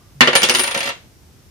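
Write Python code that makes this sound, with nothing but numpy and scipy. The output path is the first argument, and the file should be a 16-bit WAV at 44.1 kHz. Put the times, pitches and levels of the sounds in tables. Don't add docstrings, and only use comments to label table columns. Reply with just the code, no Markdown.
import sys
import numpy as np
from scipy import signal
from scipy.fft import rfft, irfft
from scipy.io import wavfile
from scipy.ndimage import uniform_filter1d

SR = 44100
rng = np.random.default_rng(int(sys.argv[2]) if len(sys.argv) > 2 else 0)


def persist_wave(psi):
    counts = np.round(np.clip(psi, -1, 1) * 32767).astype(np.int16)
    wavfile.write(sys.argv[1], SR, np.atleast_2d(counts).T)


N = 66150


def amp(db):
    return 10 ** (np.asarray(db) / 20)


def evened(x):
    return x / np.sqrt(np.mean(x ** 2) + 1e-20)


def read(points, hz):
    f, value = np.transpose(points)
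    return np.interp(np.log(hz + 1), np.log(f + 1), value)


def envelope(points):
    return amp(np.interp(np.arange(N) / SR, *np.transpose(points), left=-120, right=-120))


def highpass(x, hz, order=2):
    return signal.sosfilt(signal.butter(order, hz, "high", fs=SR, output="sos"), x)


def convolved(x, response):
    return signal.fftconvolve(np.atleast_2d(x), np.atleast_2d(response), axes=1)[:, :N]


def pair(frames, size, same):
    hz = np.fft.rfftfreq(size, 1 / SR)
    a, b, c, d = rng.standard_normal((frames, len(hz), 4)).T
    like = np.clip(read(same, hz), -1, 1)[:, None]
    left = a + 1j * b
    right = like * left + np.sqrt(1 - like ** 2) * (c + 1j * d)
    return hz, np.array([left, right])


def causal(points, size):
    log_gain = np.log(amp(read(points, abs(np.fft.fftfreq(size, 1 / SR)))))
    click = np.fft.ifft(np.exp(log_gain - 1j * signal.hilbert(log_gain).imag)).real[:size // 2]
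    return click / np.linalg.norm(click)


def ringing(modes, t):
    side = np.array([[.5], [-.5]])
    total = 0
    for hz, db, t60, pan_db, lead in modes:
        level = amp(db + side * pan_db - 60 * t / t60)
        total = total + level * np.sin(2 * np.pi * hz * t + side * lead)
    return total


# (time [s], strength [dB], thud shelf [dB], brightness shelf [dB],
# lasting ring [relative dB], short clink [relative dB], skid scale [s])
TOUCH_EVENTS = [(0.2073, 17, 5, -12, -24, -48, 0.02), (0.2738, 8, 8, -19, -20, -23, 0.0022),
                (.278, 3.5, 5.5, -12, -28, -30, 0.004), (0.3316, 2.5, -2, -20, -16.5, -36, 0.0019),
                (.353, 11.5, -1, 10.5, -9.5, -2, 0.0032), (.359, 5, -1.5, 14, 3, -3, 0.0037),
                (0.4193, 5, 0, 7.5, -12.5, -23, 0.0018), (0.4317, 9.5, -2, 12.5, -15, -8, 0.0015),
                (0.4367, 3.5, 2, 16, -10.5, 0, 0.0029), (0.4494, -3.5, -5, 8, -5.5, 8.5, 0.0026),
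                (0.488, 2, -3, 12.5, -18, -13, 0.0015), (0.4962, 8, -0.5, 14, -13, -4, 0.0014),
                (0.5004, 0.5, 3, 6, -9, 4, 0.0032), (0.5105, -4.5, -9, -1, 4.5, 10, 0.0047),
                (0.5399, -4, 5.5, 13, -1, 11, 0.0016), (0.5491, 6, -17, 13, -24, -15, 0.0024),
                (0.5508, -5, -18, 10, 4, 7, 0.00058), (0.5558, -1, -19, 10, 7, 0, 0.0035),
                (0.5707, -7, 7, 12, 2, 15, 0.00074), (0.5862, -1.5, -6, 13, 4, 4, 0.0017),
                (0.5945, 2, -4, 10, 7, -3, 0.00067), (0.5975, -1.5, 1, -7, 2, 7, 0.00094),
                (0.5998, -4.5, -5, 15.5, 0, 15, 0.0012), (0.6025, -6.5, -6, 14, -1, 16, 0.00057),
                (.609, -9.5, -15, 12, 18, 17, 0.0051), (.618, -19, -5, 18, 26, 19, 0.0018),
                (0.6301, -20, -10, -7, 28, 8, 0.005), (.6357, -6.5, -12, 13, 12, 18.5, 0.0034),
                (0.6377, -2, -26, 12, -8, 2, 0.0037), (0.643, -8, -21, -14, 13, 1, 0.0019),
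                (.658, -21, -10, 13, 10, 16, 0.0012), (0.665, -9.5, -12, 14, 2, 3, 0.0018),
                (0.6728, -6, -9, 13, 2, 5, 0.0028), (0.6763, -1.5, -35, 8.5, 6, -6, 0.0015),
                (0.71, -6, -16, 13, -2, 1, 0.0037), (0.7123, -5, -20, 8, 8.5, -16, 0.0057),
                (0.7445, -5.5, -17, 8, -5, 2, 0.0011), (0.7471, 1, -5, 11, -23, -20, 0.0023),
                (0.7538, -15, 5, 7, -7, 2, 0.0007), (0.7623, -9.5, 15, 12, 1, 1, 0.00067),
                (0.772, -8, 3, 1, -3, -2, 0.0022), (.776, -2.5, -25, 12, 1.5, -4, 0.0016),
                (0.7907, -15, -20, -5, 16, 5, 0.00074), (0.805, 0, -39, 10.5, -10, -8, 0.0026),
                (0.8307, -6.5, -15, 14, 0, -14, 0.0022), (0.839, -19, -10, -5, 14.5, 5, 0.0024),
                (0.8548, -5, 3, 13.5, -22, -15, 0.0059), (0.8622, -11, -13, 13.5, -19, -16, 0.00088),
                (0.8744, -2.5, 5, 8.5, -1, -14, 0.0035), (0.8907, -3, -7, 10, -6, -16, 0.0026),
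                (0.9047, -10.5, 1, 7, -33, -18, 0.0011)]
# (time [s], relative level [dB])
ROLL_LEVELS = [(.48, -56), (.55, -49), (.62, -49), (0.701, -48), (.75, -66), (0.818, -40.5), (0.9, -43.5),
               (.912, -79)]
ROLL_PER_S = 1500
THUD_HZ, BRIGHT_HZ = 700, 4450
TAP_DB, TAP_FADE_DB_PER_S = 0, -14
EVEN_HZ = 400
SPOTS = 4
SETTLE_S = .65


def contacts():
    taps, t = np.zeros((SPOTS, N)), np.arange(1024) / SR
    grit = rng.standard_normal((len(TOUCH_EVENTS), 1024)) ** 3
    hz = np.fft.rfftfreq(2048, 1 / SR)
    low = 1 / (1 + 1j * hz / THUD_HZ) ** 2
    high = 1 / (1 - 1j * BRIGHT_HZ / (hz + 1)) ** 2
    first_s = TOUCH_EVENTS[0][0]
    for k, (s, db, thud_db, bright_db, _, _, skid_s) in enumerate(TOUCH_EVENTS):
        u = t / np.clip(skid_s / 2, .0003, .0025)
        push = rfft(grit[k] * np.sqrt(u) * np.exp(-u), 2048)
        push = push / np.sqrt(uniform_filter1d(abs(push) ** 2, size=round(EVEN_HZ / hz[1])))
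        skid = irfft(push)[:1024]
        tap = amp(TAP_DB + TAP_FADE_DB_PER_S * (s - first_s)) * (t == 0)
        force = tap + skid / np.linalg.norm(skid)
        shelves = (1 + (amp(thud_db) - 1) * low) * (1 + (amp(bright_db) - 1) * high)
        force = irfft(rfft(force, 2048) * shelves)
        spot = k % 2 + 2 * (s > SETTLE_S)
        taps[spot, round(s * SR):][:2048] += amp(db) * force
    rim_taps = rng.standard_normal(N) * (rng.random(N) < ROLL_PER_S / SR)
    return taps, rim_taps * envelope(ROLL_LEVELS) * amp(20.5)


# (frequency [Hz], level [dB], t60 [s], left over right [dB], left phase lead [rad])
TABLE_MODES = [(150, -10, .17, 1, -.1), (253, -4, .14, 1, 0), (367, -1, .15, 1, .2), (495, -2, .12, 1, .3),
               (555, 0, .11, 3, .1), (680, -5, .08, 0, .2), (955, -3, .12, -5, 1.4),
               (1104, -4, .13, -2, 2.6), (1179, -2, .15, -1, .1), (1404, -4, .11, 0, -.8),
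               (1842, -4, .1, -1, -2.3), (2030, -2, .11, -5, 1.7), (2320, -1, .1, 3, -1.2),
               (2747, -2, .13, -3, .3), (2945, -3, .11, -4, .8), (3181, -4, .09, -2, 0),
               (3352, -5, .09, 3, -.2), (4237, -5, .1, -7, .3), (4880, -6, .07, 3, .9),
               (4940, 0, .025, 3, .9), (5900, -6, .05, 1, 0)]
# (frequency [Hz], level change [dB])
SETTLED_RESPONSE = [(150, -3), (253, -4.5), (367, -12), (495, -4), (555, 2.5), (955, 5), (1104, 0.5),
                    (1404, -15), (1842, 15), (2030, -2), (2320, 3.5), (2747, 2.5), (2945, -7), (3181, 4.5),
                    (4237, -3.5), (5900, -3)]
# (frequency [Hz], spectral level [dB per Hz])
KNOCK_SPECTRUM = [(30, -56), (70, -42.5), (250, -18), (500, -8), (1000, -7), (2000, -1), (3500, -5.5),
                  (5000, -17.5), (8100, -26.5), (11000, -32.5), (16000, -41.5)]
CLICK_DB, MODES_DB, TAIL_DB = -10, -7.5, -4.5
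SPOT_DB, SPOT_LEAD = 2, .8
LEAD_FULL_HZ = 1000
PORT_LAG = 8


def table(force, settled):
    t = np.arange(SR // 2) / SR
    modes = np.array(TABLE_MODES)
    hz = modes[:, 0].copy()
    level_chance, lead_chance = rng.uniform(-1, 1, (2, len(modes)))
    modes[:, 1] += SPOT_DB * level_chance + settled * read(SETTLED_RESPONSE, hz)
    modes[:, 4] += SPOT_LEAD * lead_chance * np.minimum(hz / LEAD_FULL_HZ, 1) ** 2
    response = ringing(modes, t) / np.linalg.norm(ringing(TABLE_MODES, t)[0])
    body = convolved(force, response)
    knock = convolved(force, causal(KNOCK_SPECTRUM, size=4096))[0]
    click = np.array([knock, np.roll(knock, PORT_LAG)])
    return amp(CLICK_DB) * click + amp(MODES_DB) * body + amp(TAIL_DB) * convolved(knock, tail())


# (frequency [Hz], level [dB], t60 [s], left over right [dB], left phase lead [rad])
COIN_MODES = [(9512, 0, .28, 3, .1), (9760, -1, .035, 7, -.8), (10350, -7, .02, 2, .1),
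              (8850, -10, .02, 3, -.1), (12500, -14, .012, -1, 0), (15190, -16, .015, -3, .4)]
RING_DB, RING_TAIL_DB = -25, -2.5
KEPT_DB = -4
DAMPING_DB_PER_S2, FLAT_FROM_S = 2500, .45
CLINK_S = .0016
COIN_LEAD = .9
WOBBLE_DB, WOBBLE_S = 2, .004
CHATTER_DB, CHATTER_HZ = -20.5, 8500


def coin(taps, roll, room):
    x, size = np.zeros((2, N)), SR // 4
    t, times = np.arange(size) / SR, np.array(TOUCH_EVENTS)[:, 0]
    leads = COIN_LEAD * rng.uniform(-1, 1, len(TOUCH_EVENTS))
    for k, (s, db, _, _, ring_db, clink_db, skid_s) in enumerate(TOUCH_EVENTS):
        later = np.searchsorted(times, s + t, side="right") - k - 1.
        later = np.maximum(uniform_filter1d(later, size=40), 0)
        damped_db = KEPT_DB * later - DAMPING_DB_PER_S2 * max(s - FLAT_FROM_S, 0) * t
        rise = 1 - np.exp(-t / max(skid_s / 2, .0003))
        lasting = amp(ring_db + damped_db) * rise
        clink = amp(clink_db + 10.5) * (2 * t / CLINK_S) ** 2 * np.exp(1 - 4 * t / CLINK_S)
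        shifted = np.array(COIN_MODES) + [0, 0, 0, 0, leads[k]]
        x[:, round(s * SR):][:, :size] += amp(db) * (lasting + clink) * ringing(shifted, t)
    x += amp(-2) * convolved(roll, ringing(COIN_MODES, t) * np.exp(-t / .0025))
    width = round(WOBBLE_S * SR)
    drift = uniform_filter1d(uniform_filter1d(rng.standard_normal((2, N)), width), width)
    x = amp(RING_DB) * x * amp(WOBBLE_DB * evened(drift))
    x += amp(CHATTER_DB) * highpass(taps + amp(9.5) * roll, CHATTER_HZ)
    return x + amp(RING_TAIL_DB) * signal.fftconvolve(x, room, axes=1)[:, :N]


# (time [s], level [dB])
SIZZLE_LEVELS = [(.36, -62), (.44, -50), (.53, -48), (.6, -36), (.65, -40), (.7, -54), (.77, -48),
                 (.83, -61), (.9, -58), (.92, -75)]
SIZZLE_PER_S, SIZZLE_HZ = 9000, 9000


def sizzle():
    ticks = rng.standard_normal((2, N)) * (rng.random((2, N)) < SIZZLE_PER_S / SR)
    return evened(highpass(ticks, SIZZLE_HZ)) * envelope(SIZZLE_LEVELS)


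# (frequency [Hz], t60 [s])
TAIL_DECAY = [(100, 0.12), (300, 0.13), (1000, 0.096), (3000, 0.09), (7000, .1), (10000, 0.04),
              (14000, 0.035)]
# (frequency [Hz], left-right likeness [-1 to 1])
TAIL_LIKENESS = [(100, 1), (400, 0.77), (1000, 0.0), (1800, -0.18), (3000, -0.0085), (10000, -0.31)]
LATE_DB, LATE_STRETCH = -6.5, 3.57


def tail():
    frames, hop = 400, 64
    hz, z = pair(frames, size=256, same=TAIL_LIKENESS)
    t = np.arange(frames) * hop / SR
    fall_db = -60 * t / np.maximum(read(TAIL_DECAY, hz), .02)[:, None]
    decay = amp(fall_db) + amp(LATE_DB + fall_db / LATE_STRETCH)
    x = signal.istft(z * decay, nperseg=256, noverlap=256 - hop)[1]
    return x / np.linalg.norm(x[0])


# (start [s], envelope peak [dB], frequency [Hz])
EARLY_BUMPS = [(.15, -37.5, 135), (.17, -40, 135), (.187, -55, 130)]
BUMP_S = .021
FAINT_HZ, FAINT_WIDTH_HZ, FAINT_DB, FAINT_S = 1170, 40, -60, .09


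def before():
    t = np.arange(N) / SR
    x = np.zeros(N)
    for s, db, hz in EARLY_BUMPS:
        u = np.maximum(t - s, 0)
        swell = np.e * u / BUMP_S * np.exp(-u / BUMP_S)
        x += amp(db) * swell * np.sin(2 * np.pi * hz * u)
    r = np.exp(-np.pi * FAINT_WIDTH_HZ / SR)
    poles = [1, -2 * r * np.cos(2 * np.pi * FAINT_HZ / SR), r * r]
    fuzz = evened(signal.lfilter([1], poles, rng.standard_normal(N)))
    return x + amp(FAINT_DB) * fuzz * np.exp(-(t / FAINT_S) ** 2)


# (frequency [Hz], relative spectral level [dB per Hz])
FLOOR_SPECTRUM = [(15, -43), (25, -9), (65, 1.5), (185, -14.5), (300, -16), (420, -21), (1100, -28),
                  (2500, -31), (4200, -32.5), (5400, -29.5), (7500, -34.5), (14800, -37), (15800, -58.5)]
# (frequency [Hz], left-right likeness [-1 to 1])
FLOOR_LIKENESS = [(60, .6), (240, .9), (950, .1), (3770, .15), (15000, .1)]
FLOOR_DB = -46.5
RUMBLE_HZ, RUMBLE_SWELL_DB = 300, .8


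def floor():
    frames = N // 256 + 5
    hz, z = pair(frames, size=1024, same=FLOOR_LIKENESS)
    swell = evened(uniform_filter1d(rng.standard_normal(frames), size=8))
    swell_db = RUMBLE_SWELL_DB * swell / (1 + (hz[:, None] / RUMBLE_HZ) ** 2)
    gain = amp(read(FLOOR_SPECTRUM, hz)[:, None] + swell_db)
    noise = signal.istft(z * gain, nperseg=1024, noverlap=768)[1][:, :N]
    return amp(FLOOR_DB) * evened(noise)


WOOD_HZ = 152


def scene():
    taps, roll = contacts()
    late = np.arange(N) / SR > SETTLE_S
    wood = np.zeros((2, N))
    for k, force in enumerate(taps):
        settled = k >= SPOTS // 2
        wood += table(force + .5 * roll * (late == settled), settled)
    wood = amp(9.5) * highpass(wood, WOOD_HZ, order=3)
    return wood + coin(taps.sum(0), roll, tail()) + sizzle() + floor() + before()


CEILING = .98
MIC_HZ, EDGE_HZ = 65, 16100


def record(dry):
    clipped = np.clip(dry, -CEILING, CEILING)
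    thin = highpass(clipped, MIC_HZ)
    lowpass = signal.firwin(511, EDGE_HZ, window=("kaiser", 9), fs=SR)
    band = signal.oaconvolve(thin, lowpass[None], "same")
    return np.clip(band, -1, 1)


dry = scene()
out = record(dry)
persist_wave(out)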